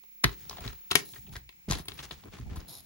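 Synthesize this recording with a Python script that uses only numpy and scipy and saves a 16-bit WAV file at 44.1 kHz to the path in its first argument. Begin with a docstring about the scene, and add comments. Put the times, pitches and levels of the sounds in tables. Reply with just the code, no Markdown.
"""Opening and handling a plastic disc case close to a stereo camera in a quiet room.
From the outset filtered noise gives microphone hiss, a sine whines faintly at the top of hearing,
and slip-modulated noise is skin rubbing on plastic over a low rumble of the grip.
The latch and hub snaps, knocks and rattles follow as noise-driven shell modes, with damped thuds
and rough scrapes; after one second bright fluttering noise is fingers sliding over the sleeve."""
import sys
import numpy as np
from scipy import signal
from scipy.fft import rfft, irfft
from scipy.io import wavfile
from scipy.ndimage import uniform_filter1d

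SR = 44100
rng = np.random.default_rng(int(sys.argv[2]) if len(sys.argv) > 2 else 0)


def linear_from_db(decibels):
    """Turn decibels (scalar or array-like) into linear amplitude factors; 0 gives 1."""
    return 10 ** (np.asarray(decibels, float) / 20)


def generate_wav(signal):
    """Clip the signal to [-1, 1] and save it as 16-bit WAV at the path in sys.argv[1]."""
    frames = np.transpose(np.atleast_2d(signal))
    scaled = np.clip(frames, -1, 1) * 32767
    pcm = np.round(scaled).astype(np.int16)
    wavfile.write(sys.argv[1], SR, pcm)


N = 125685  # samples

# Microphone hiss: spectral density [f/Hz, relative level/dB]
HISS_SPECTRUM = [(30, -32), (81, -15), (200, -8.5), (448, -23.5), (800, -11), (1560, -21.5), (2250, -1.5),
                 (3150, -18.5), (6900, -16), (8300, -21.5), (10000, -19), (12500, -26.5), (13500, -49.5),
                 (20000, -85)]
# Hiss likeness of left and right, limited to -1..1 in use [f/Hz, correlation]
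HISS_LIKENESS = [(60, -0.28), (240, 0.96), (950, -1.4), (3770, -0.48), (15000, -0.13)]
HISS_DB = -66  # rms
# Screen whine as the hand shades it [t/s, left rms level/dB, right rms level/dB]
WHINE_LEVELS = [(0, -58, -53.5), (.3, -48.5, -49), (1.2, -49.5, -49.5), (1.5, -59, -59.5),
                (2.0, -53.5, -53.5), (2.5, -66, -63.5), (2.7, -54, -54), (2.76, -76, -70), (2.85, -55, -58)]
WHINE_HZ, WHINE_LEAD_RAD = 15734, 2.4  # the left leads the right

# Hand noise likeness of left and right [f/Hz, correlation]
HAND_LIKENESS = [(60, 0.89), (400, 0.1), (1500, 0.59), (8000, 0.34)]
# Low grip movement [t/s, level/dB]
GRIP_LEVELS = [(0.0, -87.5), (0.27, -81.5), (0.4, -60.5), (0.44, -60), (0.6, -54.5), (0.73, -54.5),
               (0.83, -74.5), (0.96, -58), (1.01, -96.5), (1.11, -68), (1.35, -48), (1.49, -75),
               (1.73, -63), (1.9, -55.5), (2.09, -60), (2.3, -57), (2.42, -52), (2.46, -41), (2.68, -58.5),
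               (2.85, -57)]
# Grip rumble: spectral density [f/Hz, relative level/dB]
GRIP_SPECTRUM = [(15, -34.5), (25, -9), (74, -6.5), (207, -12.5), (241, -19), (383, -31.5), (591, -42),
                 (730, -28), (900, -35), (1170, -65.5), (1980, -120)]
# Skin on plastic [t/s, level/dB, spectral tilt/(dB per octave)]
RUB_LEVELS = [(0.0, -71.5, 1.5), (0.28, -76, 1.5), (0.4, -58.5, 1.5), (0.56, -55, -2), (0.74, -59, -1),
              (0.96, -72.5, 1.5), (1.13, -69.5, 9.5), (1.27, -68, 3), (1.49, -77, 2), (1.71, -66.5, -2),
              (1.76, -49, -10.5), (1.86, -65.5, -5), (1.91, -59.5, -1.5), (2.04, -53.5, -2),
              (2.36, -67.5, 0), (2.58, -58.5, -2.5), (2.75, -59.5, -7), (2.85, -69, 1.5)]
# Rough friction: spectral density [f/Hz, relative level/dB]
FRICTION_SPECTRUM = [(150, -26), (250, 4), (482, -15), (642, -14.5), (1320, -11), (3520, -11.5),
                     (4030, -12), (6670, -14), (7900, -18.5), (12200, -19.5), (14000, -39)]
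SLIPS_PER_S, SLIP_SPREAD_DB, SLIP_SHARE = 700, 0.5, 0.48  # share of slips in the noise envelope

# Latch and hub snaps, knocks and rattles
# [t/s, nominal peak level/dB, struck region f/Hz, treble gain/dB, chatter time constant/s]
CLICKS = [(.2372, -25, 8000, 1, 0.0011), (.2388, -10.5, 1850, -4, 0.0017),
          (.906, -36.5, 1100, -2.5, 0.0026), (.9118, -15, 3200, 9, 0.0015), (.9145, -16.5, 1300, 0, .002),
          (.9295, -25.5, 3200, -2, .0012), (.2414, -5.5, 1830, -4.5, 0.00074),
          (.244, -16.5, 370, -10, 0.0019), (.2425, -13, 1200, -9.5, .001), (0.63, -52, 820, -10, .002),
          (.582, -34.5, 680, -23, .003), (0.51, -32, 890, -9, .002), (2.255, -47, 10500, 12, .001),
          (2.4, -47, 7300, 17, 0.00091), (0.036, -51, 775, -7, 0.0012), (0.292, -33, 1110, -9, 0.0013),
          (0.496, -26, 5440, 11, 0.00064), (0.529, -35, 960, -13, 0.0009), (0.57, -35.5, 770, -11, 0.0011),
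          (0.605, -38.5, 830, 3, 0.0025), (0.648, -36.5, 1670, -11, 0.002),
          (0.678, -26.5, 3900, -2, 0.00089), (0.73, -41, 1470, 1.5, 0.0012),
          (0.954, -3.5, 2610, 12.5, 0.0018), (1.136, -39.5, 3140, -6, 0.0014),
          (1.159, -40.5, 1670, -9.5, 0.0022), (1.265, -49.5, 2760, 1.5, 0.0036),
          (1.292, -51, 2940, 9, 0.0017), (1.336, -40, 1040, -2, 0.00062), (1.354, -32.5, 1640, -9, 0.003),
          (1.364, -31, 1750, 3, 0.0014), (1.491, -37, 3040, 1, 0.0013), (1.526, -52, 2430, -2, 0.0013),
          (1.698, -30.5, 5880, 5, 0.003), (1.71, -16.5, 6560, 4, 0.0011), (1.72, -18.5, 740, 3.5, 0.002),
          (1.731, -23, 2800, 17, 0.0016), (1.752, -29.5, 3860, 10, 0.0014), (1.784, -32, 12200, -2, 0.002),
          (1.794, -35.5, 860, -2, 0.001), (1.855, -41, 9900, 4, 0.0019), (1.883, -24, 3150, 9, 0.0016),
          (1.919, -32.5, 3320, -15, 0.00061), (1.989, -30.5, 3220, -14, 0.0024),
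          (2.0, -38, 1010, -15, 0.0011), (2.11, -27, 3280, -5, 0.001), (2.236, -43.5, 870, -8, 0.0018),
          (2.283, -48, 969, -15, 0.0011), (2.335, -45, 2280, -10, 0.0017), (2.385, -41, 961, -2, 0.0023),
          (2.558, -36.5, 990, 19, 0.0035), (2.569, -38, 1080, -7, 0.0017), (2.602, -42, 5350, 13, 0.0016),
          (2.614, -47, 1770, -4, 0.00097)]
# Bending modes of the shell [f/Hz, relative level/dB, t60/s when free]
SHELL_MODES = [(410, 0, .1), (750, -6, .07), (1050, 0, .07), (1320, -4, .07), (1620, -6, .05),
               (1860, 2, .05), (2270, -3, .045), (2650, -3, .04), (3250, -7, .03), (4100, -4, .03),
               (4800, -7, .025), (5600, -8, .02), (6500, -11, .015), (10800, -6, .012)]
# Crack of the impact: spectrum [f/Hz, relative level/dB]
CRACK_SPECTRUM = [(180, -47), (300, -15), (2440, -9), (3640, 0.5), (4160, -3.5), (5610, -6.5), (6960, -7),
                  (8220, -14.5), (10900, -4), (16000, -35.5)]
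# Dense small modes of the thin walls [f/Hz, t60/s]
WALL_DECAY = [(300, 0.023), (2000, 0.1), (6000, .04), (12000, .025)]
REGION_OCT, TREBLE_HZ = 0.28, 5000  # width of the struck region, corner of the treble gain
RING_SHARE = 0.37  # the grip shortens the free ring to this share
CRACK_DB, SHUDDER_DB = 1, -13.5  # crack against ring, shudder against first impact
CLICK_DB = -0.5  # added to every click level
TAPS = 4096  # samples per click
LAG_S_PER_DB = 3e-5  # left-right delay per dB of left-right level
# Where the case is [t/s, left minus right level/dB]
CASE_PLACE = [(0, -0.5), (.24, 2.5), (.5, 2.5), (.95, 5.5), (1.35, 1), (1.5, 5.5), (1.75, 1.5), (2.0, 5),
              (2.15, 1.5), (2.5, 2.5), (2.85, 0)]
# Room reverberation [f/Hz, t60/s]
ROOM_DECAY = [(200, 0.41), (1000, 0.19), (4000, 0.21), (12000, .15)]
ROOM_DB = -10  # tail energy relative to the direct case sound

# The case bumps the bed and the hand [t/s, peak level/dB, f/Hz, t60/s at that f]
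THUDS = [(0.242, -20.5, 325, 0.065), (0.247, -19, 117.5, 0.089), (0.269, -33.5, 74, 0.11),
         (0.298, -38.5, 55, 0.22), (0.407, -60, 140, 0.14), (0.499, -40.5, 86.4, 0.091),
         (0.559, -48, 76, 0.087), (0.609, -34.5, 64.6, 0.1), (0.654, -27.5, 114.8, 0.11),
         (0.688, -38, 61.9, 0.24), (0.908, -36.5, 185, 0.2), (0.956, -34, 373, 0.085),
         (1.129, -53.5, 97, 0.11), (1.178, -44, 115.6, 0.084), (1.229, -49, 70.8, 0.21),
         (1.278, -43.5, 190, 0.144), (1.324, -35.5, 50.6, 0.1), (1.361, -35, 61.9, 0.1),
         (1.411, -46.5, 59.4, 0.15), (1.458, -45.5, 51.8, 0.11), (1.681, -25, 189, 0.044),
         (1.7, -19.5, 143.5, 0.05), (1.721, -22, 67.8, 0.11), (1.755, -33, 61, 0.18),
         (1.796, -34.5, 164, 0.045), (1.885, -39, 88, 0.071), (1.992, -39.5, 132.4, 0.12),
         (2.043, -40, 62.8, 0.12), (2.115, -41, 146.6, 0.095), (2.246, -43, 195, 0.033),
         (2.279, -41.5, 96, 0.088), (2.332, -38, 189, 0.086), (2.393, -30.5, 117, 0.14),
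         (2.427, -30, 64, 0.1), (2.46, -32, 65, 0.21), (2.486, -38, 49, 0.087), (2.511, -26.5, 77, 0.11),
         (2.548, -36, 64.6, 0.078), (2.573, -21.5, 67.3, 0.046), (2.7, -47.5, 123, 0.082)]
# Partials of a thud [multiple of its f, relative level/dB]
THUD_PARTIALS = [(.45, -1.5), (1, 1.5), (2.1, -5.5), (3.3, -12)]
THUD_RISE_S = 0.004

# Rough scrapes of case edges and disc
# [start t/s, length/s, starting level/dB, spectral tilt/(dB per octave)]
SCRAPES = [(0.248, .1, -53.5, -1), (0.957, 0.044, -39, 1), (0.504, .08, -53.5, -2.5),
           (0.605, 0.027, -47, -4), (0.636, .07, -44.5, -3), (0.718, .02, -53, -3.5),
           (0.902, 0.021, -43, -1), (1.134, .05, -56.5, -1), (1.322, 0.061, -57.5, 0),
           (1.683, .07, -43, -1.5), (1.729, 0.081, -46.5, -0.5), (1.879, 0.042, -52, -1.5),
           (1.975, 0.036, -49, -1), (2.025, 0.032, -44, -0.5), (2.114, 0.028, -49, -1),
           (2.251, 0.037, -59.5, -10.5), (2.318, .075, -51, -3.5), (2.405, .03, -56.5, -3.5),
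           (2.49, .13, -53.5, -6)]
# Fingers sliding over the smooth sleeve [start t/s, length/s, starting level/dB]
SLIDES = [(1.047, 0.068, -55), (1.313, .07, -61), (1.774, 0.054, -57.5), (1.93, 0.083, -60.5),
          (2.676, .13, -47.5), (2.819, 0.025, -60.5), (2.57, 0.032, -56.5)]
# Smooth sliding: spectral density [f/Hz, relative level/dB]
SLIDE_SPECTRUM = [(400, -18), (730, -0.5), (1900, -28), (2450, -20), (3100, -13), (3950, 2), (4550, -7),
                  (5200, -2.5), (6000, -12.5), (6900, -5.5), (8300, -36), (9300, -3), (10900, 2),
                  (12500, 0), (14000, -14.5)]
SCRAPE_EDGE_S, SLIDE_EDGE_S = 0.006, 0.0092  # rise times

# Microphone response [f/Hz, gain/dB]
MIC_RESPONSE = [(45, -1.5), (7400, 2.5), (8300, -3.5), (9200, 1.5), (13000, -1.5), (14200, -14.5),
                (16500, -18.5), (17500, -69.5)]
LOW_CUT_HZ = 43


def evened(x):
    """Normalisation to unit rms."""
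    return x / np.sqrt(np.mean(x ** 2) + 1e-20)


def read(points, hz):
    """Linear interpolation on a logarithmic frequency axis."""
    f, value = np.transpose(points)
    return np.interp(np.log(hz + 1), np.log(f + 1), value)


def add(mix, s, sound):
    """Superposition of a stereo sound on the mix at time s."""
    start = max(round(s * SR), 0)
    part = mix[:, start:][:, :sound.shape[1]]
    part += sound[:, :part.shape[1]]


def coloured(x, spectrum, likeness, tilt=None, size=512):
    """Spectral shaping and partial coherence of a pair; tilt varies the slope in time."""
    overlap = size - size // 4
    hz, t, z = signal.stft(x, SR, nperseg=size, noverlap=overlap)
    c = np.clip(read(likeness, hz), -1, 1)[:, None]
    pair = np.array([z[0], c * z[0] + np.sqrt(1 - c ** 2) * z[1]])
    pair = pair * linear_from_db(read(spectrum, hz))[:, None]
    if tilt is not None:
        octaves = np.log2((hz[:, None] + 200) / 2000)
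        pair = pair * linear_from_db(octaves * tilt(t))
    return evened(signal.istft(pair, SR, nperseg=size, noverlap=overlap)[1][:, :N])


def hiss():
    """Stationary Gaussian noise: the self-noise of the microphone."""
    noise = rng.standard_normal((2, N))
    return linear_from_db(HISS_DB) * coloured(noise, HISS_SPECTRUM, HISS_LIKENESS, size=1024)


def whine(t):
    """Pure tone: the line frequency of a tube screen, with an interchannel phase difference."""
    s, left, right = np.transpose(WHINE_LEVELS)
    level = linear_from_db([np.interp(t, s, left), np.interp(t, s, right)])
    lead = np.array([[WHINE_LEAD_RAD], [0]])
    return np.sqrt(2) * level * np.sin(2 * np.pi * WHINE_HZ * t + lead)


def handling(t):
    """Amplitude-modulated low noise: the grip shifts on the case in lumps."""
    wander = evened(uniform_filter1d(rng.standard_normal(N), size=900))
    rumble = coloured(rng.standard_normal((2, N)), GRIP_SPECTRUM, HAND_LIKENESS, size=2048)
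    return rumble * linear_from_db(3 * wander) * linear_from_db(np.interp(t, *np.transpose(GRIP_LEVELS)))


def slips():
    """Stick-slip friction: noise whose envelope is partly steady, partly many tiny uneven slips."""
    size = linear_from_db(SLIP_SPREAD_DB * np.minimum(rng.exponential(1, N), 4))
    size = size * (rng.random(N) < SLIPS_PER_S / SR)
    envelope = SLIP_SHARE * evened(uniform_filter1d(size, size=60)) + 1 - SLIP_SHARE
    return envelope * rng.standard_normal((2, N))


def rubbing(t):
    """Sustained friction: skin creeps over plastic with varying level and brightness."""
    s, db, tilt = np.transpose(RUB_LEVELS)
    skin = coloured(slips(), FRICTION_SPECTRUM, HAND_LIKENESS, lambda at: np.interp(at, s, tilt), size=256)
    return skin * linear_from_db(np.interp(t, s, db))


def shell_ring(t, odd, weight):
    """Modal superposition: damped sinusoids, slightly detuned, with opposed phases left and right."""
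    m, m_db, t60 = np.transpose(SHELL_MODES)[:, :, None]
    phase = np.array([-.5, .5])[:, None, None] * 1.86 * odd[:len(m), None]
    detuned = m * (1 + 0.011 * odd[-len(m):, None])
    decay = linear_from_db(m_db - 60 * t / (RING_SHARE * t60))
    return (weight(m) * decay * np.sin(2 * np.pi * detuned * t + phase)).sum(1)


def wall_shudder(noise):
    """High modal density: an impulse followed by noise decaying at a rate set by frequency."""
    hz, at, z = signal.stft(noise, SR, nperseg=128)
    z = z * linear_from_db(-60 * at / read(WALL_DECAY, hz)[:, None])
    shudder = signal.istft(z, SR, nperseg=128)[1][:, :TAPS]
    shudder = linear_from_db(SHUDDER_DB) * shudder / np.linalg.norm(shudder[0])
    shudder[:, 0] += 1
    return shudder


def click(db, hz, treble_db, chatter_s, pan_db, seed):
    """Source-filter principle: chattering impacts drive the crack, shell modes and thin walls."""
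    t = np.arange(TAPS) / SR
    u = t / chatter_s
    f = np.fft.rfftfreq(2 * TAPS, 1 / SR)

    def weight(at):
        near = np.exp(-.5 * (np.log2((at + 1) / hz) / REGION_OCT) ** 2) + 0.26
        return near * linear_from_db(treble_db / (1 + (TREBLE_HZ / (at + 1)) ** 4))

    ring = rfft(shell_ring(t, seed[3], weight), 2 * TAPS)
    crack = rfft(wall_shudder(seed[1:3]), 2 * TAPS) * weight(f) * linear_from_db(read(CRACK_SPECTRUM, f))
    crack = crack * np.exp(-2j * np.pi * f * .0003)  # the crack lags the ring by 0.3 ms
    body = ring / np.linalg.norm(ring) + linear_from_db(CRACK_DB) * crack / np.linalg.norm(crack)

    push = rfft(seed[0] * u ** 0.87 * np.exp(-u), 2 * TAPS)
    push = push / np.sqrt(uniform_filter1d(abs(push) ** 2, size=30))  # even force over the range
    side = np.array([[-.5], [.5]]) * pan_db
    delay = np.exp(-2j * np.pi * f * (side * LAG_S_PER_DB + .0003))
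    both = irfft(body * push * delay)[:, :TAPS]
    # the peak is estimated from the greatest short-term power
    peak = np.sqrt(uniform_filter1d((both ** 2).mean(0), size=90).max() * 6)
    return linear_from_db(db + CLICK_DB - side) * both / peak


def room(x):
    """Reverberation: sparse reflections of random sign, each band decaying at its own rate."""
    taps = np.zeros((2, SR // 2))
    jitter = rng.integers(0, 20, (2, (SR // 2 - 161) // 20))
    at = np.arange(160, SR // 2 - 20, 20) + jitter
    np.put_along_axis(taps, at, rng.choice([-1., 1.], at.shape), 1)
    hz, t, z = signal.stft(taps, SR, nperseg=256)
    z = z * linear_from_db(-60 * t / read(ROOM_DECAY, hz)[:, None])
    tail = signal.istft(z, SR, nperseg=256)[1]
    tail = tail / np.linalg.norm(tail[0])
    return signal.fftconvolve(x.mean(0)[None], tail, axes=1)[:, :N]


def thud(db, hz, t60, seed):
    """Damped bending motion: a few low partials, the higher ones dying sooner."""
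    t = np.arange(3 * TAPS) / SR
    x = 0
    for k, (m, p_db) in enumerate(THUD_PARTIALS):
        decay = linear_from_db(p_db - 60 * t * m ** .5 / t60)
        x = x + decay * np.sin(2 * np.pi * hz * m * t + seed[k, :, None] * .5)
    x = x * (1 - np.exp(-t / THUD_RISE_S))
    return linear_from_db(db) * x / abs(x).max()


def stroke(t, start, length, db, sag_db, edge_s):
    """Stroke envelope: a linear rise, a sag in dB over the length, then a slower fall."""
    fall = (start + length - t) / 2 + edge_s
    edges = np.clip(np.minimum(t - start, fall) / edge_s, 0, 1)
    return linear_from_db(db - sag_db * (t - start) / length) * edges


def scraping(t):
    """Rough friction: each scrape swells quickly and sags towards its end."""
    def shapes(at):
        return np.array([stroke(at, s, length, db, 5, SCRAPE_EDGE_S) for s, length, db, _ in SCRAPES])

    def tilt(at):  # mean of the scrapes' tilts, weighted by their envelopes
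        shape = shapes(at)
        return np.transpose(SCRAPES)[3] @ shape / (shape.sum(0) + 1e-9)

    envelope = shapes(t).sum(0)
    x = coloured(slips() * envelope, FRICTION_SPECTRUM, HAND_LIKENESS, tilt, size=256)
    return x * np.sqrt(np.mean(envelope ** 2))


def sliding(t):
    """Smooth friction: a bright, slightly fluttering hiss for each slide."""
    envelope = sum(stroke(t, s, length, db, 4, SLIDE_EDGE_S) for s, length, db in SLIDES)
    flutter = linear_from_db(3.1 * evened(uniform_filter1d(rng.standard_normal(N), size=150)))
    return coloured(rng.standard_normal((2, N)) * flutter, SLIDE_SPECTRUM, HAND_LIKENESS) * envelope


def microphone(air):
    """Linear filtering: a low cut, then the microphone's frequency response."""
    air = signal.sosfilt(signal.butter(4, LOW_CUT_HZ, "high", fs=SR, output="sos"), air)
    return irfft(rfft(air) * linear_from_db(read(MIC_RESPONSE, np.fft.rfftfreq(N, 1 / SR))), N)


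def scene():
    """Superposition: case, room and hand through the microphone, then hiss and whine."""
    t = np.arange(N) / SR
    case, low = np.zeros((2, N)), np.zeros((2, N))
    pan_db = np.interp(t, *np.transpose(CASE_PLACE))
    hand = (rubbing(t) + sliding(t) + scraping(t)) * linear_from_db(np.outer([.5, -.5], pan_db))
    hand = hand + handling(t)
    noise = hiss()
    for row, seed in zip(THUDS, rng.standard_normal((50, 4, 2))):
        add(low, row[0], thud(*row[1:], seed))
    for row, seed in zip(CLICKS, rng.standard_normal((70, 4, TAPS))):
        # starting 0.6 ms early makes up for the delays inside the click
        add(case, row[0] - .0006, click(*row[1:], pan_db[round(row[0] * SR)], seed))
    air = hand + low + case + linear_from_db(ROOM_DB) * room(case)
    return microphone(air) + noise + whine(t)


def roll_off(x):
    """The treble ends steeply here."""
    return signal.sosfilt(signal.butter(12, 17390, fs=SR, output="sos"), x)


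def record(dry):
    """Delivery of the finished mix."""
    return roll_off(dry)


dry = scene()
out = record(dry)
generate_wav(out)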